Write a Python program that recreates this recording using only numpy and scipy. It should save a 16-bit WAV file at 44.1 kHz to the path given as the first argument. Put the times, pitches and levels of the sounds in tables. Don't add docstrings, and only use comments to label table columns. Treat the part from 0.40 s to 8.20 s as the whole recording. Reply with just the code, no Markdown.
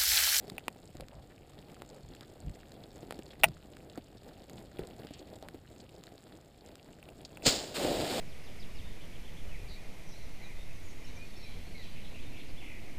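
import sys
import numpy as np
from scipy import signal
from scipy.io import wavfile
from scipy.ndimage import uniform_filter1d

SR = 44100
rng = np.random.default_rng(int(sys.argv[2]) if len(sys.argv) > 2 else 0)


def master(y):
    cut = np.clip(np.atleast_2d(y).T, -1, 1)
    pcm = np.round(cut * 32767)
    wavfile.write(sys.argv[1], SR, pcm.astype(np.int16))


N = 343980
TIME = np.arange(N) / SR
TEAR_S, TEAR_RISE_S, TEAR_HOLD_S = 7.05, 0.018, 0.014

# frequency in Hz, level in dB.
RUSTLE_SPECTRUM = [(25, -22), (70, -1.5), (150, 2.5), (300, 3.5), (500, 0), (750, -2.5), (1100, -19),
                   (2000, -21), (4000, -31.5), (9000, -34), (15000, -31.5)]
CRACKLE_SPECTRUM = [(300, -31), (1200, 3.5), (2200, -1.5), (3600, 1), (5000, -1.5), (7800, -4.5),
                    (10500, -17), (12500, -4), (13500, -32), (15000, -10)]
GAS_SPECTRUM = [(100, 0.5), (1000, -7), (2000, -5), (3200, 0), (4700, 6), (7200, 3.5), (9000, -10),
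                (10700, -23.5), (13300, -25), (15000, -13)]


def gain_of(db):
    return 10 ** (np.asarray(db) / 20)


def unit_rms(x):
    return x / np.sqrt(np.mean(x ** 2) + 1e-20)


def at_level(x, db, size=64):
    return gain_of(db) * x / np.sqrt(uniform_filter1d(x ** 2, size, mode="constant").max() + 1e-20)


def gain_curve(rows):
    return gain_of(np.interp(TIME, *np.transpose(rows)))


def envelope(start, rise_s, hold_s=0, fall_db_per_s=0):
    age = TIME - start
    return np.clip(age / rise_s, 0, 1) * gain_of(-fall_db_per_s * np.maximum(age - rise_s - hold_s, 0))


def add(mix, s, sound):
    part = mix[max(round(s * SR), 0):][:len(sound)]
    part += sound[:len(part)]


def shaped(x, db_at, size=4096):
    hz = abs(np.fft.fftfreq(size, 1 / SR))
    log_gain = np.log(gain_of(np.maximum(db_at(hz), -100)))
    taps = np.fft.ifft(np.exp(np.conj(signal.hilbert(log_gain)))).real[:size // 2]
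    return signal.oaconvolve(x, taps)[:len(x)]


def coloured(x, points):
    hz, db = np.transpose(points)
    return shaped(x, lambda f: np.interp(np.log(f + 1), np.log(hz), db))


def resonate(x, hz, q):
    return signal.lfilter(*signal.iirpeak(min(hz, SR / 3), max(q, 1), fs=SR), x)


def drift(per_s):
    steps = rng.standard_normal(N // 64)
    return unit_rms(np.interp(TIME * per_s, np.arange(len(steps)), steps))


def grains(per_s, spread_db, most=4.2):
    sizes = gain_of(spread_db * np.minimum(rng.exponential(1, N), most))
    return unit_rms(sizes * rng.choice([-1, 1], N) * (rng.random(N) < per_s / SR))


def fracture(t60, debris, size=4096):
    shower = rng.standard_normal(size) * gain_of(-60 * np.arange(size) / SR / t60)
    return signal.unit_impulse(size) + debris * shower / np.linalg.norm(shower)


def fragments(pitches_hz, per_s, t60, q):
    clicks = [resonate(fracture(t60, debris=1.1), hz, q) for hz in pitches_hz]
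    showers = (signal.oaconvolve(grains(per_s, spread_db=4, most=3.4), click)[:N] for click in clicks)
    return unit_rms(sum(showers))


def lava_creep():
    # time in seconds, rustle level in dB.
    creep = [(0.0, -53), (0.4, -56.5), (1.05, -56), (1.35, -54.5), (3.8, -55.5), (4.6, -52.5),
             (4.95, -55.5), (6.4, -56), (7.0, -53.5)]
    strain = drift(per_s=16)
    wrinkles = grains(per_s=700, spread_db=0.5) * gain_of(2 * strain + 1.38 * drift(per_s=25))
    rustle = unit_rms(coloured(wrinkles, RUSTLE_SPECTRUM))
    crumbs = fragments(np.geomspace(900, 2400, 6), per_s=3.9, t60=0.0085, q=4)
    splinters = fragments(np.geomspace(2800, 10000, 12), per_s=10, t60=0.013, q=3)
    near_ticks = grains(per_s=40, spread_db=3, most=0.83)
    sizzle = 0.85 * rng.standard_normal(N)
    glass = (splinters + 0.55 * near_ticks) * gain_of(1.8 * strain)
    fizz = unit_rms(coloured(glass + sizzle, CRACKLE_SPECTRUM))
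    return gain_curve(creep) * (rustle + gain_of(-19) * crumbs + gain_of(-8.5) * fizz)


def wind():
    # time in seconds, level in dB.
    breeze = [(0.0, -60), (5.2, -58), (6.0, -64), (7.0, -57)]
    # middle in seconds, length in seconds, level in dB.
    puffs = [(0.611, 0.15, -50), (0.778, 0.12, -54.5), (1.69, 0.17, -53.5), (2.08, 0.11, -37),
             (3.072, 0.27, -49.5), (4.41, 0.063, -45), (7.57, 0.45, -46.5)]
    # frequency in Hz, level in dB.
    gust_spectrum = [(10, -11.5), (30, -4), (80, -3), (140, -4.5), (260, -19.5), (600, -44), (2000, -70.5)]
    gain = gain_curve(breeze)
    for middle, length, db in puffs:
        add(gain, middle - length / 2, gain_of(db) * signal.windows.hann(round(length * SR)))
    return gain * unit_rms(coloured(rng.standard_normal(N), gust_spectrum))


def plate_knocks():
    # start in seconds, peak level in dB, pitch in Hz.
    knocks = [(0.078, -36, 424), (0.117, -37, 210), (0.55, -36.5, 390), (0.597, -37, 664),
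              (2.628, -35.5, 353), (2.789, -32, 277), (3.081, -35, 342), (3.574, -28.5, 285),
              (4.39, -26.5, 430), (4.596, -35.5, 436), (4.646, -35, 470), (4.706, -34.5, 285),
              (5.024, -35, 560), (5.143, -36, 414), (5.545, -43.5, 501)]
    out, onset_delay_s = np.zeros(N), 0.0025
    for s, db, hz in knocks:
        shove = coloured(fracture(t60=0.062, debris=0.73), RUSTLE_SPECTRUM)
        grit = coloured(fracture(t60=0.06, debris=1.9), CRACKLE_SPECTRUM)
        knock = unit_rms(0.51 * shove + resonate(shove, hz, q=3)) + 0.11 * unit_rms(grit)
        add(out, s + onset_delay_s, at_level(knock, db, size=1))
    return out


def glass_flakes():
    # start in seconds, level in dB.
    flakes = [(0.0994, -35.5), (0.5695, -46.5), (0.6846, -45.5), (1.1894, -49), (1.3446, -49.5),
              (1.7504, -47.5), (1.809, -42.5), (2.3199, -46.5), (2.7906, -45), (3.0858, -44.5),
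              (4.0975, -44.5), (4.472, -45.5), (4.6703, -45), (5.026, -45.5), (5.6379, -43.5),
              (5.6692, -46.5), (5.78, -48.5), (6.3554, -44.5)]
    out = np.zeros(N)
    for s, db in flakes:
        chip = coloured(fracture(t60=0.0055, debris=rng.uniform(0.5, 1.7)), CRACKLE_SPECTRUM)
        ring = resonate(chip, rng.uniform(3400, 8000), q=3.7)
        add(out, s, at_level(chip + 2 * ring, db))
    return out


def can_buckles():
    # start in seconds, level in dB.
    buckles = [(0.1812, -31.5), (0.2814, -33), (3.0351, -12.5), (3.0414, -9.5), (3.0462, -24),
               (3.0553, -32.5), (4.387, -46), (6.6280, -46.5), (6.688, -48), (6.972, -41), (7.023, -45)]
    # frequency in Hz, level in dB, 60 dB decay in seconds.
    wall_modes = [(689, -13, 0.061), (770, -11, 0.02), (850, -11, 0.021), (1540, -5.5, 0.011),
                  (1986, -14.5, 0.036), (2160, -4.5, 0.0074), (2408, -0.5, 0.013), (2595, -3, 0.0195),
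                  (2700, -12, .018), (5670, -15.5, 0.023), (6400, -18, 0.018), (9330, -10.5, .016),
                  (9560, -14, 0.014), (11010, -30, .018), (12990, -34.5, 0.022), (14400, -10, 0.011),
                  (15100, -11.5, 0.012)]
    full_buckle_db, damping_db_per_s_per_db, thud_db = -9.5, 50, -23
    out, t = np.zeros(N), np.arange(SR // 8) / SR
    bass_cut = signal.butter(6, 580, "high", fs=SR)
    ring = sum(gain_of(db - 60 * t / t60) * np.sin(2 * np.pi * hz * t) for hz, db, t60 in wall_modes)
    flip = 1 - np.exp(-t / 0.00034)
    for s, db in buckles:
        scatter = fracture(t60=0.038, debris=0.17)
        pop = unit_rms(signal.fftconvolve(ring, scatter)[:len(t)])
        crease = unit_rms(fracture(t60=0.035, debris=1.7, size=len(t)))
        damping = gain_of(-damping_db_per_s_per_db * max(full_buckle_db - db, 0) * t)
        radiated = signal.lfilter(*bass_cut, flip * damping * (pop + 0.13 * crease))
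        thud = coloured(fracture(t60=0.03, debris=0.42), RUSTLE_SPECTRUM)
        add(out, s, at_level(radiated, db))
        add(out, s, at_level(thud, db + thud_db))
    return out


def crust_snaps():
    # start in seconds, level in dB, pitch of the plate in Hz.
    snaps = [(0.282, -25.5, 680), (0.6086, -40.5, 4000), (1.4204, -36, 600), (2.7088, -31.5, 520),
             (2.7242, -35, 594), (3.369, -46, 1800), (5.0866, -39.5, 1700)]
    out = np.zeros(N)
    band = signal.butter(2, [220, 13000], "band", fs=SR)
    for s, db, hz in snaps:
        split = fracture(t60=0.019, debris=0.36)
        relaxation = signal.lfilter([1], [1, -np.exp(-2 * np.pi * hz / SR)], split)
        crack = relaxation + 0.23 * split
        snap = crack + 0.5 * resonate(crack, hz, q=2.3)
        add(out, s, at_level(-signal.lfilter(*band, snap), db))
    return out


def scrapes_and_thud():
    # start in seconds, length in seconds, level in dB, centre frequency in Hz.
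    bursts = [(.585, 0.062, -43.5, 520), (0.679, .17, -48, 615), (0.895, 0.04, -59, 1850),
              (1.498, .1, -46, 480), (1.808, 0.035, -55, 1380), (3.04, 0.082, -39.5, 124),
              (3.545, .045, -53.5, 1240), (4.401, 0.072, -40.5, 405), (4.641, .19, -53, 3000),
              (4.779, .05, -47, 352), (5.02, 0.059, -47, 617)]
    out, clicks_per_s = np.zeros(N), 900
    for s, length, db, hz in bursts:
        swell = signal.windows.tukey(round(length * SR), 0.6)
        sizes = swell * rng.standard_normal(SR)[:len(swell)]
        clicks = sizes * (rng.random(SR)[:len(swell)] < clicks_per_s / SR)
        add(out, s, at_level(resonate(resonate(clicks, hz, q=2.3), hz, q=1.1), db))
    return out


def gas_spits():
    # start in seconds, level in dB.
    spits = [(4.737, -45.5), (4.792, -47.5), (5.401, -50), (6.8504, -37)]
    out = np.zeros(N)
    for s, db in spits:
        hiss = coloured(fracture(t60=0.044, debris=1.8), GAS_SPECTRUM)
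        add(out, s, at_level(resonate(hiss, 5000, q=0.94), db))
    return out


def outflow(db, fall_db_per_s, lead_s=0):
    return gain_of(db) * envelope(TEAR_S - lead_s, TEAR_RISE_S, TEAR_HOLD_S, fall_db_per_s)


def pinhole_leak():
    return outflow(db=-43, fall_db_per_s=607, lead_s=0.025)


def gas_blast():
    blast = outflow(db=-26, fall_db_per_s=607)
    vent = outflow(db=-26, fall_db_per_s=115)
    turbulence = rng.standard_normal(N) + 0.57 * grains(per_s=2300, spread_db=5.5)
    hiss = unit_rms(coloured(turbulence, GAS_SPECTRUM)) * gain_of(0.36 * drift(per_s=270))
    return (pinhole_leak() + blast + vent) * hiss


def liquid_jet():
    # frequency in Hz, level in dB.
    spray_spectrum = [(200, -9), (1000, -1), (2000, -1), (3600, 2.5), (5000, 2), (7500, -2), (9000, -7),
                      (10700, -19), (11600, -9), (13300, -17), (15000, -12.5)]
    sputter_spectrum = [(25, -17), (100, -11.5), (220, -1), (400, 2.5), (600, 1.5), (760, -1), (900, -9),
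                        (1200, -27.5), (3000, -52)]
    jet_s, slosh_hz, surge_db = 7.337, 1.97, 1.6
    mist = outflow(db=-43, fall_db_per_s=40)
    splash = outflow(db=-36.5, fall_db_per_s=55)
    slosh = np.cos(2 * np.pi * slosh_hz * (TIME - jet_s))
    jet = gain_of(-38 + surge_db * slosh) * envelope(jet_s, rise_s=0.018)
    boil = gain_of(-33.5) * envelope(jet_s, rise_s=0.16, fall_db_per_s=86)
    simmer = gain_of(-36) * envelope(jet_s, rise_s=0.081)
    droplets = rng.standard_normal(N) + 0.83 * grains(per_s=3000, spread_db=4)
    spray = unit_rms(coloured(droplets, spray_spectrum)) * gain_of(0.44 * drift(per_s=76))
    bubbles = grains(per_s=3000, spread_db=2.5)
    sputter = unit_rms(coloured(bubbles, sputter_spectrum)) * gain_of(0.83 * drift(per_s=80))
    wetting = np.linalg.norm([pinhole_leak(), splash, boil, simmer], axis=0)
    return np.hypot(mist, jet) * spray + wetting * sputter


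def wall_rupture():
    # start in seconds, level in dB.
    rips = [(7.0677, -14), (7.0814, -20)]
    out, thump_s = np.zeros(N), 7.055
    for s, db in rips:
        add(out, s, at_level(coloured(fracture(t60=0.0073, debris=0.72), GAS_SPECTRUM), db))
    push = signal.windows.tukey(round(0.032 * SR), 0.5)
    rush = np.pad(push * rng.standard_normal(len(push)), (0, len(push)))
    add(out, thump_s, at_level(coloured(rush, RUSTLE_SPECTRUM), db=-21.5))
    return out


def scene():
    mix = lava_creep() + glass_flakes() + gas_spits() + crust_snaps() + plate_knocks()
    mix += scrapes_and_thud() + can_buckles() + gas_blast() + liquid_jet() + wall_rupture()
    return (mix + wind())[None]


def record(dry):
    # centre in Hz, width in Hz, gain at the centre in dB.
    notches = [(5987, 924, -14.5), (12020, 170, -21.5)]
    edge_hz = 15450
    heard = shaped(dry[0], lambda f: sum(db / (1 + (2 * (f - hz) / width) ** 2)
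                                         for hz, width, db in notches))
    low_pass = signal.firwin(511, edge_hz, window=("kaiser", 9), fs=SR)
    return signal.oaconvolve(heard, low_pass, "same")[None]


dry = scene()
out = record(dry)
master(out)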